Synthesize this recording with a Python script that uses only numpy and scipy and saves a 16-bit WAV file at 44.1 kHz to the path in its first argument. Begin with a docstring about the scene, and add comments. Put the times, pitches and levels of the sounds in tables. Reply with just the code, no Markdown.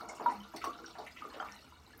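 """Gulps and ringing plops of liquid, poured from a metal jug through a plastic funnel into a glass bottle.
The stream sloshes, traps bubbles, throws droplets and stirs the air in the bottle, and the funnel ticks
against the neck; a faint, very high tick comes at the end. Heard close, as from one microphone in a
small kitchen: worktop and tiled walls give a short echo over a low room rumble."""
import sys
import numpy as np
from scipy import signal
from scipy.fft import rfft, irfft
from scipy.io import wavfile

SR = 44100
rng = np.random.default_rng(int(sys.argv[2]) if len(sys.argv) > 2 else 0)


def store_pcm(level_fs):
    """Save levels as 16-bit WAV."""
    pcm = np.round(np.clip(level_fs, -1, 1) * 32767).astype(np.int16)
    wavfile.write(sys.argv[1], SR, np.atleast_2d(pcm).T)


N = 88200
T = np.arange(N) / SR


def undb(db):
    """Decibels to gain."""
    return 10 ** (np.asarray(db) / 20)


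def unit(x):
    """Scale to rms 1."""
    return x / np.sqrt(np.mean(x ** 2) + 1e-20)


def curve(table, column=1):
    """Gain through time from rows of time_s and a level_db in the chosen column."""
    rows = np.array(table)
    return undb(np.interp(T, rows[:, 0], rows[:, column]))


def colour(x, points):
    """Filter by rows of frequency_hz, gain_db."""
    hz, db = np.array(points).T
    bins_hz = np.maximum(np.fft.rfftfreq(len(x), 1 / SR), 1)
    return irfft(rfft(x) * undb(np.interp(np.log(bins_hz), np.log(hz), db)), len(x))


def cut(x, order, hz, kind):
    """Low-, high- or band-pass filter."""
    return signal.sosfilt(signal.butter(order, hz, kind, fs=SR, output="sos"), x)


def band(x, hz, octaves):
    """Band-pass around a centre."""
    ratio = 2 ** (octaves / 2)
    return cut(x, 2, [hz / ratio, min(hz * ratio, SR / 2 - 1)], "band")


def add(out, start_s, x):
    """Mix a sound in at a time."""
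    i = max(int(start_s * SR), 0)
    out[i:i + len(x)] += x[:max(len(out) - i, 0)]


def fade(t, t60_s):
    """Exponential ring-down, 60 dB in t60_s."""
    return np.exp(-np.log(1000) * t / t60_s)


def bubble(hz, cycles):
    """Trapped air rings as a damped tone that swells and rises a little as it nears the surface."""
    life_s = cycles / hz
    pitch_rise, onset_share = 0.0067, 0.017
    t = T[:int(life_s * SR) + 2]
    swell = (1 - np.exp(-t / (life_s * onset_share))) ** 2
    phase = 2 * np.pi * hz * t * (1 + pitch_rise * t / life_s / 2)
    return np.sin(phase) * fade(t, life_s) * swell


def plops():
    """The stream drags large bubbles under, and each rings at its own pitch."""
    # single bubbles: start_s, pitch_hz, level_db, life_cycles
    large_bubbles = [(0.009, 1330, -32, 28), (0.093, 2164, -39, 120), (0.198, 1006, -31.5, 17),
                     (0.216, 660, -47, 52), (0.259, 953.5, -18.5, 74), (0.2621, 1340, -22.5, 25),
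                     (0.281, 965.5, -25, 67), (0.296, 995, -29, 54), (0.32, 822, -33.5, 45),
                     (0.350, 966, -39.5, 60), (0.404, 3060, -44.5, 105), (0.411, 1030, -44.5, 40),
                     (0.613, 1301, -40.5, 176), (0.641, 1128, -22.5, 19.6), (0.662, 1098, -31, 134),
                     (0.692, 1163, -32, 126), (0.789, 1380, -39, 27), (0.843, 1510, -37, 45),
                     (0.861, 5610, -38, 96), (1.162, 1324, -46, 58), (1.221, 1230, -33, 64),
                     (1.251, 1220, -32, 34), (1.343, 554, -39, 20), (1.4002, 1390, -25, 28),
                     (1.402, 760, -35.5, 33), (1.402, 3154, -39, 99), (1.426, 1246, -31, 49),
                     (1.455, 1178, -39.5, 95), (1.486, 2280, -36.5, 25), (1.522, 5600, -36.5, 38),
                     (1.564, 4010, -45.5, 81), (1.722, 1015, -46, 29), (1.865, 4000, -49.5, 97),
                     (1.934, 1704, -47.5, 67)]
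    out = np.zeros(N)
    for start_s, hz, db, cycles in large_bubbles:
        add(out, start_s, undb(db) * bubble(hz, cycles))
    return out


def showers(table, octaves, cycles, scatter_db, swell, count):
    """Each row is a shower of short, damped tones around one pitch that builds up and dies away."""
    out = np.zeros(N)
    for start_s, hz, db, decay_s in table:
        shower = np.zeros(SR // 3)
        for k, (when, pitch, size) in enumerate(rng.random((count, 3))):
            age = 3 * ((k + when) / count) ** 1.3  # in decay times, like swell
            strength = np.exp(-.8 * age) * (1 - np.exp(-age / swell)) * undb(scatter_db * size)
            add(shower, age * decay_s, strength * bubble(hz * 2 ** (octaves * (pitch - .5)), cycles))
        shower = band(shower, hz, 2.17 * octaves)
        energy = np.sum(shower ** 2) + 1e-20
        add(out, start_s, undb(db) * shower * np.sqrt(decay_s * SR / 2 / energy))
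    return out


def gulps():
    """The liquid churns in gulps, each a cluster of low, quickly damped bubbles."""
    # sloshes: start_s, centre_hz, level_db, decay_s
    sloshes = [(0.018, 760, -48, 0.032), (0.087, 830, -45.5, 0.032), (0.197, 820, -41.5, 0.043),
               (0.205, 242, -48.5, 0.05), (0.263, 750, -43, 0.027), (0.268, 316, -46, 0.04),
               (0.285, 1310, -48.5, 0.035), (0.537, 760, -42.5, 0.014), (0.54, 304, -43.5, 0.021),
               (0.643, 940, -38.5, 0.011), (0.666, 396, -41, .02), (0.795, 327, -53, .05),
               (0.95, 1150, -50.5, 0.027), (0.982, 774, -43, 0.038), (1.215, 1250, -59.5, 0.035),
               (1.24, 382, -50.5, 0.028), (1.325, 1380, -53.5, 0.058), (1.358, 486, -47, 0.029),
               (1.406, 1030, -43.5, .04)]
    return showers(sloshes, octaves=0.95, cycles=3.87, scatter_db=-7.5, swell=0.091, count=50)


def bright_patter():
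    """Bright patter of droplets, and a faint, very high tick at the end."""
    # droplet patter, then the high tick in the last row: start_s, centre_hz, level_db, decay_s
    bright_bursts = [(0.086, 6450, -48, 0.017), (0.148, 7200, -57.5, 0.02), (0.285, 2220, -56.5, 0.049),
                     (0.293, 4840, -60, 0.037), (0.311, 8850, -60, 0.014), (0.428, 3230, -55.5, 0.019),
                     (0.561, 4270, -47.5, 0.011), (0.562, 2200, -52, 0.018), (0.614, 2430, -46.5, 0.015),
                     (0.639, 3120, -48.5, 0.0097), (0.726, 3500, -55.5, 0.027), (0.775, 4630, -58.5, 0.018),
                     (0.857, 5000, -58, 0.017), (0.863, 3770, -54.5, 0.015), (0.899, 4020, -55, 0.016),
                     (0.982, 4500, -53.5, 0.019), (1.063, 2310, -45.5, 0.014), (1.064, 9600, -63.5, 0.01),
                     (1.161, 2570, -49, 0.028), (1.335, 3160, -52.5, 0.02), (1.485, 1700, -54, 0.046),
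                     (1.543, 8080, -63, 0.0088), (1.974, 13900, -58, 0.01)]
    return glass(showers(bright_bursts, octaves=0.5, cycles=12.5, scatter_db=9, swell=0.16, count=80))


def swarm(low_hz, high_hz, cycles, scatter_db, count):
    """Small bubbles of random time, pitch and size."""
    out = np.zeros(N)
    for when, pitch, size, ring in rng.random((count, 4)):
        strength = undb(scatter_db * min(-np.log(1 - size), np.pi + 1))  # many faint, a few loud
        hz = low_hz * (high_hz / low_hz) ** pitch
        add(out, when * N / SR, strength * bubble(hz, cycles * (.5 + ring)))
    return unit(out)


def stream():
    """Babble of middling bubbles and a soft fizz of tiny ones deep in the bottle."""
    # strength of the steady pour: time_s, babble_db, fizz_db
    flow = [(0, -51.5, -58), (.07, -53.5, -68.5), (.14, -55, -62), (.33, -51.5, -61), (.41, -60.5, -64.5),
            (.51, -61, -65.5), (.65, -52, -54), (.75, -56.5, -67.5), (.85, -58.5, -65), (1.12, -65, -64),
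            (1.3, -55, -64), (1.42, -58, -62), (1.6, -61, -64), (1.78, -67.5, -69.5), (2, -60.5, -67.5)]
    # spectra of the two layers: frequency_hz, gain_db
    babble_spectrum = [(200, 0.5), (300, -3), (500, -6), (900, -1.5), (1400, 10), (1700, -3.5),
                       (2500, 12.5)]
    fizz_spectrum = [(1500, -1.5), (2400, 2.5), (3300, 4.5), (6000, 3), (8000, -3), (11000, -2), (16000, 1)]
    babble = colour(swarm(220.4, 1719, cycles=34.0, scatter_db=1.5, count=900), babble_spectrum)
    tiny_bubbles = swarm(1900, 15000, cycles=40, scatter_db=2.9, count=2600)
    smeared = unit(glass(glass(tiny_bubbles)))
    hiss = undb(-13) * rng.standard_normal(N)
    fizz = colour(smeared + hiss, fizz_spectrum)
    return unit(babble) * curve(flow, column=1) + unit(fizz) * curve(flow, column=2)


def glass(x):
    """Short sounds bounce between the bottle's walls, which smears them."""
    t = T[:SR // 10]
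    echo_gain = undb(-3.5)
    walls = unit(rng.standard_normal(len(t)) * fade(t, t60_s=0.038)) / np.sqrt(len(t))
    return (x + echo_gain * signal.fftconvolve(x, walls)[:N]) / np.hypot(1, echo_gain)


def cavity(x):
    """The enclosed air rings on after each splash."""
    # air resonances of bottle and funnel: pitch_hz, relative_db
    air_modes = [(265, -9.5), (334, -4), (625, 0.5), (705, 5.5), (825, -22), (939, 9), (991, 6),
                 (1129, 3.5), (1379, -31)]
    t, t60_s = T[:SR // 2], 0.26
    ring = sum(undb(db) * np.cos(2 * np.pi * hz * t) for hz, db in air_modes) * fade(t, t60_s)
    resonant_gain = t60_s * SR / (2 * np.log(1000))
    return undb(-1.5) * signal.fftconvolve(x, ring)[:N] / resonant_gain


def funnel_ticks():
    """The funnel touches the bottle neck and rings a few rough high modes."""
    # contacts: start_s, relative_db
    touches = [(0.561, -41), (0.641, -39.5), (0.651, -56.5)]
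    # modes of a tick: pitch_hz, relative_db, t60_s, width_octaves
    neck_modes = [(4535, -4.5, 0.17, 0.079), (5800, 5, 0.037, 0.17), (8660, -2.5, 0.055, 0.12),
                  (11470, -2, 0.034, 0.19), (14900, -7, 0.036, 0.2)]
    out, t = np.zeros(N), T[:SR // 4]
    attack = 1 - np.exp(-t / 0.003)
    for start_s, db in touches:
        ring = sum(undb(mode_db) * fade(t, t60_s) * unit(band(rng.standard_normal(len(t)), hz, octaves))
                   for hz, mode_db, t60_s, octaves in neck_modes)
        add(out, start_s, undb(db) * ring * attack / 2)
    return out


def hoots():
    """A surge of liquid sounds the bottle's hollow note, which swells, sags a little and fades."""
    # surges: peak_s, level_db, half_length_s
    surges = [(0.396, -50, 0.059), (1.525, -60.5, 0.043)]
    pitch_hz, sag_hz_per_s = 204.6, 30
    out = np.zeros(N)
    for peak_s, db, half_length_s in surges:
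        t = T - peak_s
        tone = np.sqrt(2) * np.sin(2 * np.pi * t * (pitch_hz - sag_hz_per_s * t / 2))
        out += undb(db) * tone * np.exp(-(t / half_length_s) ** 2)
    return out


def kitchen(x):
    """The direct sound, then a short diffuse tail from worktop and tiles, duller as it fades."""
    t, split_hz = T[:SR // 2], 2500
    noise = rng.standard_normal(len(t))
    low = cut(noise, 2, split_hz, "low") * fade(t, t60_s=0.21)
    high = cut(noise, 2, split_hz, "high") * fade(t, t60_s=0.17)
    tail = (low - high) * (1 - np.exp(-t / 0.001))
    response = undb(-7.5) * unit(tail) / np.sqrt(len(t))
    return x + signal.fftconvolve(x, response)[:N]


def room_rumble():
    """A low, narrow resonance stirred at random, its swings partly evened out."""
    # swells of the rumble: time_s, level_db
    swells = [(0, -77.5), (.55, -72.5), (.63, -60), (.72, -75), (1.6, -71), (1.87, -62), (2, -59)]
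    noise = band(rng.standard_normal(N + SR), hz=69.6, octaves=0.29)
    analytic = signal.hilbert(noise)[SR:]
    evened = analytic.real / (abs(analytic) + 1e-12) ** 0.29
    return unit(evened) * curve(swells)


def room_tone():
    """The kitchen's faint, steady, dull noise."""
    # background spectrum: frequency_hz, gain_db
    spectrum = [(25, -12), (50, 12), (100, 8), (200, 8), (500, -5), (1200, -2), (2500, -11.5), (6000, -17),
                (10000, -22), (16000, -42)]
    return undb(-65) * unit(colour(rng.standard_normal(N), spectrum))


def scene():
    """The pour and its bottle at the microphone, in mono, over the kitchen's background."""
    churn, patter = gulps(), bright_patter()
    bubbles = plops() + stream() + churn
    liquid = cut(bubbles, 3, hz=194, kind="high") + patter  # small bubbles radiate no bass
    background = room_rumble() + room_tone()
    bottle = liquid + cavity(liquid) + funnel_ticks()
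    return (kitchen(bottle) + hoots() + background)[None]


def record(dry):
    """The recorder cuts the top treble steeply."""
    top_hz = 15900
    return signal.sosfilt(signal.ellip(10, .2, 70, top_hz, fs=SR, output="sos"), dry)


dry = scene()
out = record(dry)
store_pcm(out)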